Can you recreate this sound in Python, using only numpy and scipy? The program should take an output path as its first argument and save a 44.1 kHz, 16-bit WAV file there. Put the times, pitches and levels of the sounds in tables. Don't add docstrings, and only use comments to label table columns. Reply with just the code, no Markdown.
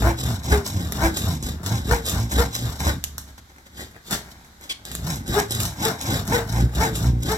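import sys
import numpy as np
from scipy import signal
from scipy.fft import rfft, irfft, next_fast_len
from scipy.io import wavfile
from scipy.ndimage import uniform_filter1d

SR = 44100
rng = np.random.default_rng(int(sys.argv[2]) if len(sys.argv) > 2 else 0)


def unload_wav(signal):
    wavfile.write(
        sys.argv[1],
        SR,
        np.round(np.clip(np.atleast_2d(signal).T, -1, 1) * 32767).astype(np.int16),
    )


N = 325017
T = np.arange(N) / SR
MOMENTS = T[::64]
SIZE = next_fast_len(N + SR, real=True)
FREQ = np.arange(SIZE // 2 + 1) * SR / SIZE

# start, fastest moment, end and hardest tug in seconds; catch, rasp, bite,
# low modes and upper modes in dB; lowest mode and top tooth rate in Hz; hum in dB.
PUSHES = [(0.0, 0.075, 0.173, .05, -39, -33.5, -19.5, -15, -25, 60.18, 345, -24),
          (0.448, .538, 0.657, 0.53, -38, -31, -23.5, -20, -29, 68.02, 417, -21),
          (0.944, 1.049, 1.151, 1.05, -38, -31, -21, -21, -28, 59.14, 335, -22),
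          (1.424, 1.474, 1.615, 1.44, -46, -36, -39, -25, -30, 71.73, 250, -45),
          (1.856, 1.925, 2.053, 1.93, -45.5, -31, -24.5, -21, -27.5, 59.73, 480, -24.5),
          (2.313, 2.404, 2.517, 2.385, -37, -28, -23.5, -19.5, -26.5, 65.5, 476, -26),
          (2.796, 2.878, 2.993, 2.84, -38.5, -30, -27, -19.5, -23, 73.92, 315, -30),
          (5.281, 5.378, 5.481, 5.305, -44, -27.5, -20, -29.5, -26.5, 59.54, 422, -19.5),
          (5.78, 5.863, 5.9873, 5.8, -59, -26.5, -20.5, -38, -27.5, 60.67, 452, -27.5),
          (6.277, 6.352, 6.474, 6.305, -43.5, -29.5, -19, -29.5, -26.5, 60.98, 483, -24),
          (6.752, 6.833, 6.949, 6.78, -42, -28.5, -19, -21.5, -25.5, 61.71, 458, -23),
          (7.229, 7.321, 7.41, 7.262, -48, -28.5, -23, -21, -26, 62.97, 433, -24.5)]
PULLS = [(0.19, .283, 0.423, 0.3113, -35, -35.5, -33.5, -35.5, -27, 77.62),
         (0.664, 0.802, 0.989, 0.7763, -30.5, -40.5, -38, -33.5, -27, 86.48),
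         (1.158, 1.281, 1.3975, 1.285, -32, -34, -34.5, -29, -25.5, 81.8),
         (1.661, 1.734, 1.845, 1.75, -34.5, -36, -31, -30.5, -26.5, 83.32),
         (2.067, 2.16, 2.283, 2.186, -29, -35, -31.5, -28.5, -26.5, 65.62),
         (2.544, 2.666, 2.824, 2.64, -29.5, -38.5, -36.5, -40, -30, 72),
         (5.026, 5.099, 5.196, 5.8, -72.5, -35, -33, -32.5, -24, 85.92),
         (5.517, 5.615, 5.739, 5.605, -33.5, -34, -35, -30.5, -28.5, 88.23),
         (6.007, 6.146, 6.244, 6.125, -39, -31, -26.5, -31, -24, 85.47),
         (6.49, 6.586, 6.673, 6.625, -39, -38, -28.5, -30, -23, 61.91),
         (6.946, 7.051, 7.125, 7.06, -38.5, -37.5, -34.5, -23.5, -23.5, 62)]
PUSH_SWING_S, PULL_SWING_S = .205, .235
# frequency in Hz, level in dB.
CRACK_COLOUR = [(200, -20), (800, -10), (1500, -6), (2600, -8), (3900, -0.5), (4500, -10.5), (5600, 0),
                (7600, 0.5), (9000, -7.5), (12000, 0), (16000, -18.5)]
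HOLLOW_COLOUR = [(70, -1), (200, 5.5), (300, 2), (390, 4), (480, -1.5), (840, 1.5), (1200, -5), (1500, 0),
                 (2000, 1), (2700, -12), (6000, -21.5)]


def undb(db):
    return 10 ** (np.asarray(db) / 20)


def unit(x):
    return x / np.sqrt(np.mean(x ** 2))


def even(x, span_s):
    return x / np.sqrt(np.abs(uniform_filter1d(x ** 2, max(2, int(span_s * SR)))) + 1e-12)


def loudness(seconds, db):
    return uniform_filter1d(undb(np.interp(T, seconds, db, left=-100, right=-100)), size=128)


def shape(points):
    hz, db = np.transpose(points)
    return np.interp(np.log(FREQ + 1), np.log(hz), db)


def through(x, response):
    return irfft(rfft(x, SIZE) * response, SIZE)[..., :N]


def colour(x, points):
    cepstrum = irfft(np.log(undb(shape(points))), SIZE)
    cepstrum[1:SIZE // 2] *= 2
    cepstrum[SIZE // 2 + 1:] = 0
    return through(x, np.exp(rfft(cepstrum)))


def ring(x, modes):
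    return through(x, sum(undb(db) * 1j * FREQ * width / (hz ** 2 - FREQ ** 2 + 1j * FREQ * width)
                          for hz, width, db in modes))


def grains(rate, spread_db):
    size = undb(spread_db * np.minimum(rng.exponential(size=N), 5))
    return unit((rng.random(N) < rate / SR) * size * rng.choice([-1, 1], N))


def walk(rate):
    hold = max(2, int(SR / rate))
    steps = np.repeat(rng.standard_normal(N // hold + 1), hold)
    return unit(uniform_filter1d(steps, hold)[:N])


def pulses(turns):
    return np.maximum(0, 1 - np.abs(turns - np.round(turns)) / np.gradient(turns))


def tone(hz):
    return np.sqrt(2) * np.sin(2 * np.pi * np.cumsum(hz) / SR)


def apart(pair, join_hz=260):
    side = pair[1] * FREQ ** 2 / (FREQ ** 2 + join_hz ** 2)
    return np.array([pair[0] + side, pair[0] - side]) / np.sqrt(2)


def combine(gains):
    return np.interp(T, MOMENTS, np.sqrt(np.sum(np.square(gains), axis=0)))


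def fade(start, end, attack_s, decay_s):
    return np.exp(-np.maximum(start - MOMENTS, 0) / attack_s - np.maximum(MOMENTS - end, 0) / decay_s)


def swell(start, peak, end, law):
    start_db, end_db, bend, edge_s = law
    before = np.clip((peak - MOMENTS) / max(peak - start, 1 / SR), 0, 1)
    after = np.clip((MOMENTS - peak) / max(end - peak, 1 / SR), 0, 1)
    return undb(start_db * before ** bend + end_db * after ** bend) * fade(start, end, edge_s, edge_s)


def strokes(push_law, pull_law):
    return [(row, push_law) for row in PUSHES] + [(row, pull_law) for row in PULLS]


def blade(waver=.025, rest_hz=60, pull_hz=270.28, turned_s=4):
    swings = [(fastest, PUSH_SWING_S, hz, .72 if fastest > turned_s else .45)
              for _, fastest, *_, hz, _ in PUSHES]
    swings += [(fastest, PULL_SWING_S, pull_hz, .285) for _, fastest, *_ in PULLS]
    rate, buzz = np.full(N, float(rest_hz)), np.zeros(N)
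    for fastest, length, hz, share in swings:
        speed = np.cos(np.pi * np.clip((T - fastest) / length, -.5, .5))
        rate = np.maximum(rate, hz * speed)
        buzz = np.maximum(buzz, share * speed)
    return np.cumsum(rate * np.exp(waver * walk(250))) / SR, buzz


def ripping(catch_s=.01324, release_s=.0178):
    sawing = strokes(push_law=(-17.5, -33.5, 1.5, .022), pull_law=(-16.5, -21.5, 2.7, .038))
    return combine([undb(catch_db) * fade(start, start + catch_s, catch_s, release_s)
                    + undb(rasp_db) * swell(start, fastest, end, law)
                    for (start, fastest, end, _, catch_db, rasp_db, *_), law in sawing])


def jolts(hold_s=.028):
    # start in seconds, bite in dB, thud in dB.
    digs = [(.52, -19, -16), (1.034, -20, -20), (1.911, -20, -23), (2.385, -21, -23), (2.868, -22, -21),
            (5.375, -23, -34), (6.325, -22, -34)]
    seconds, bite_db, thud_db = np.transpose(digs)
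    bursts = np.array([fade(s, s + hold_s, attack_s=.003, decay_s=.014) for s in seconds])
    return combine(undb(bite_db)[:, None] * bursts), combine(undb(thud_db)[:, None] * bursts)


def rasp(teeth, depth=.235):
    # frequency in Hz, level in dB.
    rasp_colour = [(1200, 2), (2500, -8), (3200, -.5), (3900, 8.5), (4350, -2.5), (5000, 1.5), (5550, 5),
                   (6300, -3), (7500, 3), (8900, -11.5), (10800, -6), (11900, -0.5), (14000, -10),
                   (16000, -14)]
    bursts = 1 + depth * np.cos(2 * np.pi * teeth)
    clumps = undb(2.7 * walk(130))
    snapping = grains(rate=5000, spread_db=-1.5) * bursts * clumps
    return even(colour(snapping, rasp_colour), .0357) * ripping() * undb(2.2)


def crackle():
    return colour(grains(rate=70, spread_db=3.5), CRACK_COLOUR) * ripping() * undb(-1.5)


def scrape(teeth, buzz):
    # frequency in Hz, level in dB.
    bite_colour = [(120, -13), (230, -5.5), (320, -1.5), (430, -2), (540, -2.5), (660, 1.5), (860, 1.5),
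                   (1050, -3), (1300, -5.5), (1500, 1), (1850, -5), (2150, -5), (2600, -18), (5000, -23)]
    plucks = even(colour(pulses(teeth) * undb(3.44 * walk(400)), bite_colour), .0128)
    tearing = even(colour(grains(rate=1100, spread_db=2.5), bite_colour), .058)
    sawing = strokes(push_law=(-23.5, -30.5, 1.488, .2287), pull_law=(-13.5, -19, 1.32, .2719))
    bite = combine([undb(bite_db) * swell(start, fastest, end, law)
                    for (start, fastest, end, _, _, _, bite_db, *_), law in sawing])
    dig, _ = jolts()
    return (np.sqrt(buzz) * plucks + np.sqrt(1 - buzz) * tearing) * np.hypot(bite, dig) * undb(-1.4)


def dragging(push_law, pull_law, column, grip_db=2.5):
    tugs = []
    for row, law in strokes(push_law, pull_law):
        start, _, end, hardest, *_ = row
        tugs.append(undb(row[column]) * swell(start, hardest, end, law))
    return combine(tugs) * undb(grip_db * walk(18))


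def shudder(waver=.0595, low_tugs_db=-6):
    # frequency in Hz, width in Hz, level in dB.
    low_modes = [(45.3, 42, -37), (55.7, 7.5, -5.5), (87.1, 82.5, -6)]
    high_modes = [(119.7, 43.6, 1), (172, 77.4, -0.5), (232, 15.5, -10.5)]
    # time in seconds, level in dB.
    shifts = [(2.98, -53.5), (3.1, -47.5), (3.2, -46.5), (3.33, -53), (3.65, -60.5), (3.83, -41.5),
              (4.03, -70.5), (4.13, -42.5), (4.3, -50.5), (4.83, -64.5), (4.9, -47), (5.05, -31.5)]
    low = ring(grains(rate=250, spread_db=.5), low_modes)
    low = colour(low, [(25, -14), (50, -3), (90, -2), (200, -18.5)])
    high = ring(grains(rate=400, spread_db=2.5), high_modes)
    high = colour(high, [(55, -19.5), (110, 1.5), (280, 1.5), (600, -13)])
    tug_s, mode_hz = np.transpose(sorted((row[3], row[9]) for row in PUSHES + PULLS))
    swing = tone(np.interp(T, tug_s, mode_hz) * np.exp(waver * walk(60)))
    low = even(swing + undb(low_tugs_db) * even(low, .0382), .054)
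    low_drag = dragging((-12, -20.5, 1.33, .2575), (-14, -14, 2.25, .0653), column=7)
    high_drag = dragging((-4.5, -10, 2, .0006), (-14, -12.5, 1.55, .1072), column=8)
    shifting = loudness(*np.transpose(shifts))
    _, thud = jolts()
    return (low * (low_drag + thud + shifting) * undb(-.5)
            + even(high, .043) * (high_drag + shifting) * undb(-2.5))


def traffic(level_db=-51.5, swell_db=2.35):
    # frequency in Hz, level in dB.
    traffic_colour = [(15, -35.5), (25, 3.5), (74, -1), (451, -20.5), (1440, -16.5), (2160, -20.5),
                      (2610, -30.5), (3820, -18.5), (4370, -23), (7310, -24.5), (9070, -34), (12500, -27),
                      (16000, -41)]
    spectra = apart(rfft(rng.standard_normal((2, N)), SIZE))
    air = irfft(spectra * undb(shape(traffic_colour)), SIZE)[:, :N]
    return unit(air) * undb(level_db + swell_db * walk(2.427))


def snaps(crack_s=.000505, crumple_s=.0347):
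    # start in seconds, level in dB, then knock and crumple in dB against the crack.
    snags = [(0.0218, -22.5, 18.5, -12.5), (0.1992, -14.5, -14, -22), (0.4412, -21, -8.5, -15),
             (0.523, -15.5, 11.5, -19.5), (0.6758, -8.5, -21.5, -16.5), (0.9223, -6.5, 4.5, -33.5),
             (0.943, -22, 9, -23), (1.1713, -2, -20.5, -16.5), (1.4265, -18.5, -3.5, -8.5),
             (1.6316, -24, 5.5, -10), (1.6623, -8.5, -2, -17.5), (1.9114, -15, 11, -12.5),
             (2.063, -9, -12, -15), (2.096, -4, -13.5, -14), (2.317, -17, 5.5, -6.5),
             (2.5524, -3.5, -4, -22.5), (2.8041, -12, 8.5, -18), (3.04, 0.5, -29.5, -30.5),
             (3.1812, -8.5, -11.5, -20), (3.562, -40, 12, -15.5), (3.583, -39, 14.5, -15),
             (3.912, -40, 10.5, -12.5), (4.109, -12, -23, -5.5), (4.447, -35, 8.5, -16),
             (4.611, -32, 12, -16), (4.6393, -29, 5, -16), (4.8528, -14.5, -7, -25),
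             (4.9156, -13, -16.5, -15), (4.9513, -1, -30, -27), (5.0801, -16.5, -5.5, -19),
             (5.103, -12.5, -14.5, -12), (5.1584, -12.5, -5.5, -20.5), (5.2786, -16, 2.5, -15.5),
             (5.3432, -12, 3.5, -21.5), (5.5085, -9, -2, -13.5), (5.5217, -5, -9, -21),
             (5.602, -4, -27, -11), (5.6332, -4, -23.5, -23), (5.6532, -4, -26, -19),
             (6.0125, -6.5, -22.5, -22), (6.2701, -16, -2.5, -15), (6.7504, -17.5, -9.5, -10.5),
             (6.9534, -8.5, -30, -11)]
    crack, knock = np.zeros(N), np.zeros(N)
    t = T[:SR // 10]
    for start, db, knock_db, crumple_db in snags:
        at = slice(int(start * SR), int(start * SR) + len(t))
        envelope = np.exp(-t / crack_s) + undb(crumple_db) * np.exp(-t / crumple_s)
        burst = rng.standard_normal(len(t)) * envelope * undb(db) / 2
        crack[at] += burst
        knock[at] += burst * undb(knock_db)
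    return undb(3.5) * colour(crack, CRACK_COLOUR) + undb(5) * colour(knock, HOLLOW_COLOUR)


def hum(attack_s=.0245, linger_s=.055, sag_per_s=.512, waver=.01164):
    out = np.zeros(N)
    wobble = np.exp(waver * walk(120))
    for _, fastest, *_, hz, db in PUSHES:
        near = np.abs(T - fastest) < .25
        t = T[near] - fastest
        pitch = hz * np.where(t < 0, np.cos(np.pi * t / PUSH_SWING_S), 1 - sag_per_s * t) * wobble[near]
        envelope = np.exp(-np.abs(t / np.where(t < 0, attack_s, linger_s)) ** 1.187)
        out[near] += undb(db) * envelope * tone(pitch)
    return out


def groan(waver=.035, scatter_db=2.25):
    # start, peak and end in seconds, slip rate in Hz at those three moments, level in dB,
    # unevenness of alternate slips from 0 to 1.
    groans = [(0.209, 0.301, 0.3963, 128.1, 121.8, 85.06, -21.5, 0.134),
              (0.731, 0.761, 0.841, 105, 95.71, 77.99, -22, 0.095),
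              (1.251, 1.291, 1.408, 102, 90.02, 67.98, -20.5, 0.1043),
              (1.67, 1.751, 1.783, 94.8, 124.1, 94.82, -20, 0.19),
              (2.109, 2.239, 2.285, 78.09, 118.2, 113.8, -22, 0.31),
              (2.57, 2.65, 2.713, 110.3, 121, 104, -25, 0.1578),
              (4.999, 5.1, 5.225, 110.1, 169.9, 75, -26.5, 0.22),
              (5.502, 5.592, 5.72, 112.4, 116.2, 108.2, -25.5, .25),
              (6.039, 6.1, 6.217, 75.18, 125.8, 98.07, -24.5, 0.1547),
              (6.511, 6.66, 6.68, 112.2, 122.9, 122, -16.5, 0.647),
              (6.989, 7.08, 7.247, 110.2, 123.3, 121.9, -16.5, 0.738)]
    # frequency in Hz, level in dB.
    groan_colour = [(25, -36.5), (55, 4.5), (125, 1.5), (240, -12.5), (370, -21), (700, -39), (2000, -75)]
    rows = np.array(groans)
    rate = np.interp(T, rows[:, :3].ravel(), rows[:, 3:6].ravel()) * np.exp(waver * walk(70))
    turns = np.cumsum(rate) / SR
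    strong_weak = 1 + np.interp(T, rows[:, 1], rows[:, 7]) * np.cos(np.pi * turns)
    slips = colour(pulses(turns) * strong_weak * undb(scatter_db * walk(150)), groan_colour)
    gain = combine([undb(db) * swell(start, peak, end, law=(-10.5, -11.5, 1.57, .0866))
                    for start, peak, end, *_, db, _ in groans])
    return even(slips, .0488) * gain


def handling():
    # loudest moment, rise and decay in seconds, swish in dB, hollow body in dB.
    rubs = [(3.288, 0.021, 0.0308, -49.5, -48.5), (3.381, 0.0025, 0.0099, -42, -41),
            (3.5, 0.034, 0.053, -58, -53), (3.668, 0.00744, 0.0094, -47.5, -43.5),
            (3.774, 0.0032, 0.0129, -40, -44), (3.811, 0.0325, 0.0385, -37.5, -35),
            (3.965, 0.0216, 0.0325, -64, -44), (4.08, 0.0184, 0.022, -38, -43),
            (4.128, 0.0114, 0.0257, -21, -20.5), (4.22, .03, 0.15, -53, -44),
            (4.32, 0.0134, 0.0059, -42.5, -54.5), (4.464, 0.009, .008, -57.5, -48),
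            (4.639, 0.0183, 0.0286, -44, -44), (4.864, 0.00816, 0.084, -40, -41.5),
            (4.96, 0.0254, 0.0715, -43.5, -50.5)]
    # frequency in Hz, level in dB.
    swish_colour = [(1200, -27), (2600, -10), (3300, 4), (5500, 0.5), (7600, 1), (9200, -10.5), (12000, -1),
                    (16000, -16)]
    swish = even(colour(grains(rate=5000, spread_db=1), swish_colour), .05)
    swish *= combine([undb(db) * fade(s, s, rise, decay) for s, rise, decay, db, _ in rubs])
    hollow = even(colour(grains(rate=1200, spread_db=3.5), HOLLOW_COLOUR), .11)
    hollow *= combine([undb(db) * fade(s, s, rise, decay) for s, rise, decay, _, db in rubs])
    return undb(.58) * swish + undb(.1) * hollow


def squeak(rough=.051, hiss=1.34):
    # time in seconds, slip rate in Hz, level in dB.
    glide = [(4.692, 1197, -48), (4.696, 1174, -30), (4.711, 1103, -30.5), (4.726, 1050, -32.5),
             (4.734, 982, -59)]
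    # frequency in Hz, level in dB.
    squeak_colour = [(300, -11.5), (1150, -12), (2300, -3.5), (3300, 2), (4400, -4), (5600, -6.5),
                     (8000, -10.5), (15000, -19)]
    seconds, hz, db = np.transpose(glide)
    rate = np.interp(T, seconds, hz) * np.exp(rough * walk(900))
    friction = unit(pulses(np.cumsum(rate) / SR)) + hiss * rng.standard_normal(N)
    return unit(colour(friction, squeak_colour)) * loudness(seconds, db) * undb(3.5)


def direct_path():
    # frequency in Hz, lag of the left port in radians.
    port_lag = [(50, 0.1542), (200, 0.1818), (450, 0), (950, 0.775), (1700, 3), (2400, 4), (4500, 4),
                (5200, 5.5), (6100, 7), (6800, 8.5), (7500, 12.5), (8000, 12.5), (9000, 19.5), (10000, 22),
                (11800, 19.5), (13000, 23)]
    lag = np.interp(FREQ, *np.transpose(port_lag))
    return np.exp(-1j * lag * np.array([[1], [0]]))


def walls(scatter_s=.0055, echo_s=.035, echo_width_s=.022, t60_s=.36, damping_hz=8500):
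    t = T[:SR // 2]
    parts = [(-2.5, np.exp(-t / scatter_s)),
             (-12, np.exp(-np.abs(t - echo_s) / echo_width_s)),
             (-12, np.exp(-np.log(1000) * t / t60_s))]
    scatter, echo, tail = (undb(db) * envelope / np.linalg.norm(envelope) for db, envelope in parts)
    early, late = rng.standard_normal((2, 2, len(t)))
    late = signal.lfilter(*signal.butter(1, damping_hz, fs=SR), late)
    thin_bass = undb(shape([(80, -18), (400, -3), (1500, 0), (8000, 1.5)]))
    return apart(rfft(early * scatter + late * np.hypot(echo, tail), SIZE)) * thin_bass


def yard(x, teeth, teeth_per_turn=60):
    # frequency in Hz, left minus right in dB.
    port_balance = [(250, -0.5), (400, 1.04), (600, 4), (1100, 3.5), (1280, 7), (1500, 2.5), (2200, 5.5),
                    (2550, -1), (3400, 1), (3750, 7), (4200, .5), (6300, 2.5), (8500, -3), (11800, -12),
                    (15000, -2)]
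    direct, first, second = direct_path(), walls(), walls()
    turn = 2 * np.pi * teeth / teeth_per_turn
    power = np.abs(direct) ** 2 + (np.abs(first) ** 2 + np.abs(second) ** 2) / 2
    balance = undb(np.array([[.5], [-.5]]) * shape(port_balance))
    gain = balance / np.sqrt(np.mean(balance ** 2, axis=0) * uniform_filter1d(power, size=SIZE // 400))
    straight, one, other = rfft([x, x * np.cos(turn), x * np.sin(turn)], SIZE)
    return irfft(gain * (direct * straight + first * one + second * other), SIZE)[:, :N]


def scene():
    teeth, buzz = blade()
    saw = scrape(teeth, buzz) + hum() + rasp(teeth) + crackle()
    roll = groan() + shudder() + snaps() + handling() + squeak()
    return undb(.1829) * yard(saw + roll, teeth) + traffic()


def record(dry, low_cut_hz=32, top_hz=16000):
    dry = signal.sosfilt(signal.butter(2, low_cut_hz, "high", fs=SR, output="sos"), dry)
    return signal.sosfilt(signal.ellip(10, .2, 70, top_hz, fs=SR, output="sos"), dry)


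dry = scene()
out = record(dry)
unload_wav(out)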